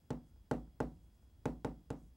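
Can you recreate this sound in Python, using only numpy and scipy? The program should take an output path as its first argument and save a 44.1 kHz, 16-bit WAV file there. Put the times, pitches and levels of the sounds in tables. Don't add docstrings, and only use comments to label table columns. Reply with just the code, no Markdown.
import sys
import numpy as np
from scipy import signal
from scipy.io import wavfile

SR = 44100
rng = np.random.default_rng(int(sys.argv[2]) if len(sys.argv) > 2 else 0)


def elevation(decibels):
    levels = np.asarray(decibels, float)
    return 10 ** (levels / 20)


def file_out(sig):
    cols = np.atleast_2d(sig).T
    lim = np.clip(cols, -1, 1)
    pcm = np.round(lim * 32767).astype(np.int16)
    wavfile.write(sys.argv[1], SR, pcm)


N = 95432

# (time [s], peak level [dB], crack level [dB], knock brightness [dB per octave],
# place along the board [cm])
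TAPS = [
    (0.1047, -30, -49.5, -1.45, -1.5),
    (0.5123, -25, -45.5, 1.17, -1.5),
    (0.8032, -26.5, -47, 2, -0.5),
    (1.4559, -26, -46.5, -0.04, 1),
    (1.6467, -28, -48, 0.55, 3),
    (1.9036, -31.5, -50, -1.3, 5),
]


def rms_one(x):
    return x / np.sqrt(np.mean(x ** 2) + 1e-20)


def at_hz(points, hz):
    table_hz, value = np.array(points).T
    return np.interp(np.log(hz), np.log(table_hz), value)


def drift(rate):
    r = np.exp(-80 * np.pi * rate / SR)
    white = rng.standard_normal(N // 40 + 2002)
    slow = signal.lfilter([1], [1, -2 * r, r * r], white)[2000:]
    return np.interp(np.arange(N) / 40, np.arange(len(slow)), rms_one(slow))


def ring(hits, hz, t60):
    r = 1000 ** (-1 / (t60 * SR))
    w = 2 * np.pi * hz / SR
    return signal.lfilter([0, np.sin(w)], [1, -2 * r * np.cos(w), r * r], hits + 1e-18)


def clicks(s, gain):
    out = np.zeros(N)
    np.add.at(out, np.minimum((np.asarray(s) * SR).astype(int), N - 1), gain)
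    return out


def bands(white, spectrum, shape):
    edges = 22 * 2 ** np.arange(0, 9.6, .5)
    out, power = 0, 0
    for k, (low, high) in enumerate(zip(edges, edges[1:])):
        hz = np.sqrt(low * high)
        gain = elevation(at_hz(spectrum, hz))
        power += gain ** 2 * (high - low) * 2 / SR
        band = signal.butter(2, [low, high], "band", fs=SR, output="sos")
        out = out + gain * shape(hz) * signal.sosfilt(band, white[k % 2])
    return out / np.sqrt(power)


def knock():
    # (time [s], level [dB])
    touches = [(.358, -72), (.675, -68), (1.225, -76), (2.0, -72)]
    # (pitch [Hz], level [dB], fade by 60 dB [s], direction of swing [+1 or -1])
    panel = [(115.3, -2.5, 0.053, -1), (147.2, -13, 0.29, 1), (161.6, -14.5, 0.33, 1), (199, -15, 0.24, 1),
             (238.6, -21, 0.32, -1), (244.84, -7, 0.27, 1), (273.3, -14.5, 0.11, 1),
             (278.15, -11.5, 0.25, -1), (304, -14.5, 0.25, -1), (343.1, -18.5, 0.27, 1),
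             (388, -17.5, 0.13, 1), (425.6, -17.5, 0.21, -1), (462, -5.5, 0.077, -1),
             (507.1, -20.5, 0.22, 1)]
    # (pitch [Hz], level [dB], fade by 60 dB [s], direction [+1 or -1])
    more_panel = [(536.7, -19, 0.21, 1), (602, -11, 0.096, -1), (641.6, -16, 0.089, 1), (657, -14, 0.092, -1),
                  (705.7, -20.5, 0.12, 1), (765, -26.5, 0.26, 1), (736, -29, 0.32, 1),
                  (844.4, -12.5, 0.078, -1), (886.5, -16.5, 0.091, -1), (947.4, -11, 0.022, 1),
                  (1013, -4.5, 0.011, -1), (1391, -15.5, 0.025, -1), (1603, -23, 0.035, 1),
                  (1970, -27.5, 0.034, 1)]
    lean = [0.072, -0.67, -0.28, -0.12, -.7, -0.84, .1, 0.46, .1, -.2, -0.2, -0.59, 0.28, -0.5, -0.2, -0.25,
            -0.16, -0.49, 0.37, -0.11, -0.28, -0.22, .3, 0.54, 0.24, 0.14, -.2, 0.082]
    knock_db, spread_db, mic_low_hz = -0.3, 0.6, 36.5
    contacts = [(s, db, tilt, cm) for s, db, _, tilt, cm in TAPS]
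    contacts += [(s, db, 3.0, 0) for s, db in touches]
    s, db, tilt, cm = np.transpose(contacts)
    out = np.zeros(N)
    for k, (hz, mode_db, t60, sense) in enumerate([*panel, *more_panel]):
        brightness = tilt * np.log2(hz / 300)
        chance = spread_db * rng.standard_normal(len(s))
        level = db + knock_db + mode_db + brightness + lean[k] * cm + chance
        out += sense * ring(clicks(s, elevation(level)), hz, t60)
    return signal.sosfilt(signal.butter(2, mic_low_hz, "high", fs=SR, output="sos"), out)


def crack():
    # (delay [s], level [dB])
    echoes = [
        (0, 2.5),
        (.0019, -2.5),
        (.0042, -8),
        (.009, -9),
        (.0135, -22.5),
        (.025, -15.5),
    ]
    # (pitch [Hz], level [dB per Hz])
    colour = [(1500, -12.5), (2400, -8), (4000, -13.5), (7100, -14), (9000, -20.5), (11700, -27.5),
              (13800, -30.5), (16000, -33)]
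    t60, crack_db = 0.0059, 2.5
    s, tip_db = np.array(TAPS)[:, 0], np.array(TAPS)[:, 2]
    hits = np.zeros(N)
    for lag, db in echoes:
        jitter = 0.4 * rng.standard_normal(len(TAPS))
        hits += clicks(s + lag, elevation(tip_db + db + crack_db + jitter))
    burst = signal.lfilter([1], [1, -elevation(-60 / (t60 * SR))], hits)
    return bands(rng.standard_normal((2, N)) * burst, colour, lambda hz: hz > 1500)


def boom():
    boom_hz, boom_db, swell_s, t60 = 54.7, -20, 0.03, 0.52
    t = np.arange(SR // 2) / SR
    swell = 1 - np.exp(-(t / swell_s) ** 2)
    sway = swell * elevation(-60 * t / t60) * np.sin(2 * np.pi * boom_hz * t)
    s, db = np.array(TAPS)[:, 0], np.array(TAPS)[:, 1]
    return signal.fftconvolve(clicks(s, elevation(db + boom_db)), sway / sway.max())[:N]


def tail():
    # (pitch [Hz], level [dB per Hz])
    colour = [(60, -62.5), (150, -11.5), (300, -11), (800, -11.5), (1200, -16.5), (1800, -23),
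              (4000, -38.5), (16000, -54.5)]
    # (pitch [Hz], fade by 60 dB [s])
    fade = [(50, 1), (130, 0.82), (350, 0.32), (920, 0.24), (2430, 0.16), (6400, 0.37)]
    tail_db, side_db, rise_cycles = -21, -49, 6
    same_share = 0.6
    starts = (np.array(TAPS)[:, 0] * SR).astype(int)
    hits = clicks(starts / SR + 1e-6, elevation(np.array(TAPS)[:, 1] + tail_db))
    latest = np.maximum(np.searchsorted(starts, np.arange(N), "right") - 1, 0)
    since = np.arange(N) - starts[latest]
    repeated = rng.standard_normal((2, 2, N))[..., since]
    fresh = rng.standard_normal((2, 2, N))
    white = np.sqrt(same_share) * repeated + np.sqrt(1 - same_share) * fresh

    def shape(hz):
        rise = np.exp(-min(hz, 1500) / (rise_cycles * SR))
        fall = signal.lfilter([1], [1, -elevation(-60 / (at_hz(fade, hz) * SR))], hits)
        return signal.lfilter([1 - rise], [1, -rise], fall) * [[1], [elevation(side_db)]]
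    return bands(white, colour, shape)


def slide():
    # (start [s], length [s], level [dB])
    strokes = [(0.225, 0.11, -86), (0.56, 0.078, -89), (0.908, 0.11, -89.5), (0.994, 0.11, -85),
               (1.1, 0.1, -88), (1.188, 0.079, -87), (1.924, 0.2, -83.5)]
    # (pitch [Hz], level [dB per Hz])
    colour = [(600, 8), (2000, -28), (5000, -14), (8000, 9), (11000, -11), (15000, -11)]
    grains_per_s = 4000
    t = np.arange(N) / SR
    pressure = np.zeros(N)
    for s, length, db in strokes:
        pressure += elevation(db) * np.sin(np.pi * np.clip((t - s) / length, 0, 1))
    grains = (rng.random((2, N)) < grains_per_s / SR) * rng.standard_normal((2, N))
    return pressure * bands(rms_one(grains), colour, lambda hz: elevation(2.5 * drift(22)))


def air():
    # (pitch [Hz], level [dB per Hz])
    colour = [(12, -52), (20, -16.5), (65, 3), (86, -7.5), (301, -21.5), (422, -31), (459, -28),
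              (1480, -41), (16000, -49)]
    # (pitch [Hz], middle level [dB rms], side level [dB rms])
    whine = [(59.4, -71, -94.5), (1700, -112, -95.5), (3320, -94, -101), (4985, -94.5, -108),
             (15735, -88, -102), (15748, -94.5, -112)]
    # (pitch [Hz], side minus middle [dB])
    apart = [(60, -23), (110, -35.5), (200, -33.5), (380, -18), (700, -15), (1290, -7.5), (2380, -10),
             (4400, -12.5), (8120, -13), (15000, -7.5)]
    air_db = -63.5
    t = np.arange(N) / SR

    def shape(hz):
        lumps = 0.83 * min(1, 150 / hz) * drift(9.7)
        return elevation(lumps) * [[1], [elevation(at_hz(apart, hz) + 1.0)]]
    out = elevation(air_db) * bands(rng.standard_normal((2, 2, N)), colour, shape)
    for hz, mid_db, side_db in whine:
        level = elevation(np.array([[mid_db], [side_db]]) + 1.4 * drift(9.5))
        out = out + np.sqrt(2) * level * np.sin(2 * np.pi * hz * t)
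    return out


def scene():
    body_side_hz, body_side_db = 895, -29
    crack_side_db, boom_side_db, left_db = -26, -22.5, -0.22
    mid, side = tail() + air()
    body, tip, low_tone = knock(), crack(), boom()
    mid = mid + body + tip + low_tone + slide()
    bright = signal.lfilter(*signal.butter(1, body_side_hz, "high", fs=SR), body)
    side = side - elevation(body_side_db) * bright
    side = side + elevation(crack_side_db) * np.roll(tip, 9)
    side = side + elevation(boom_side_db) * np.roll(low_tone, 200)
    return np.array([(mid + side) * elevation(left_db), (mid - side) * elevation(-left_db)])


def low_pass(x):
    return signal.sosfilt(signal.butter(12, 16450, fs=SR, output="sos"), x)


def record(dry):
    mix = signal.sosfilt(signal.cheby2(10, 50, 16700, fs=SR, output="sos"), dry)
    return low_pass(mix)


dry = scene()
out = record(dry)
file_out(out)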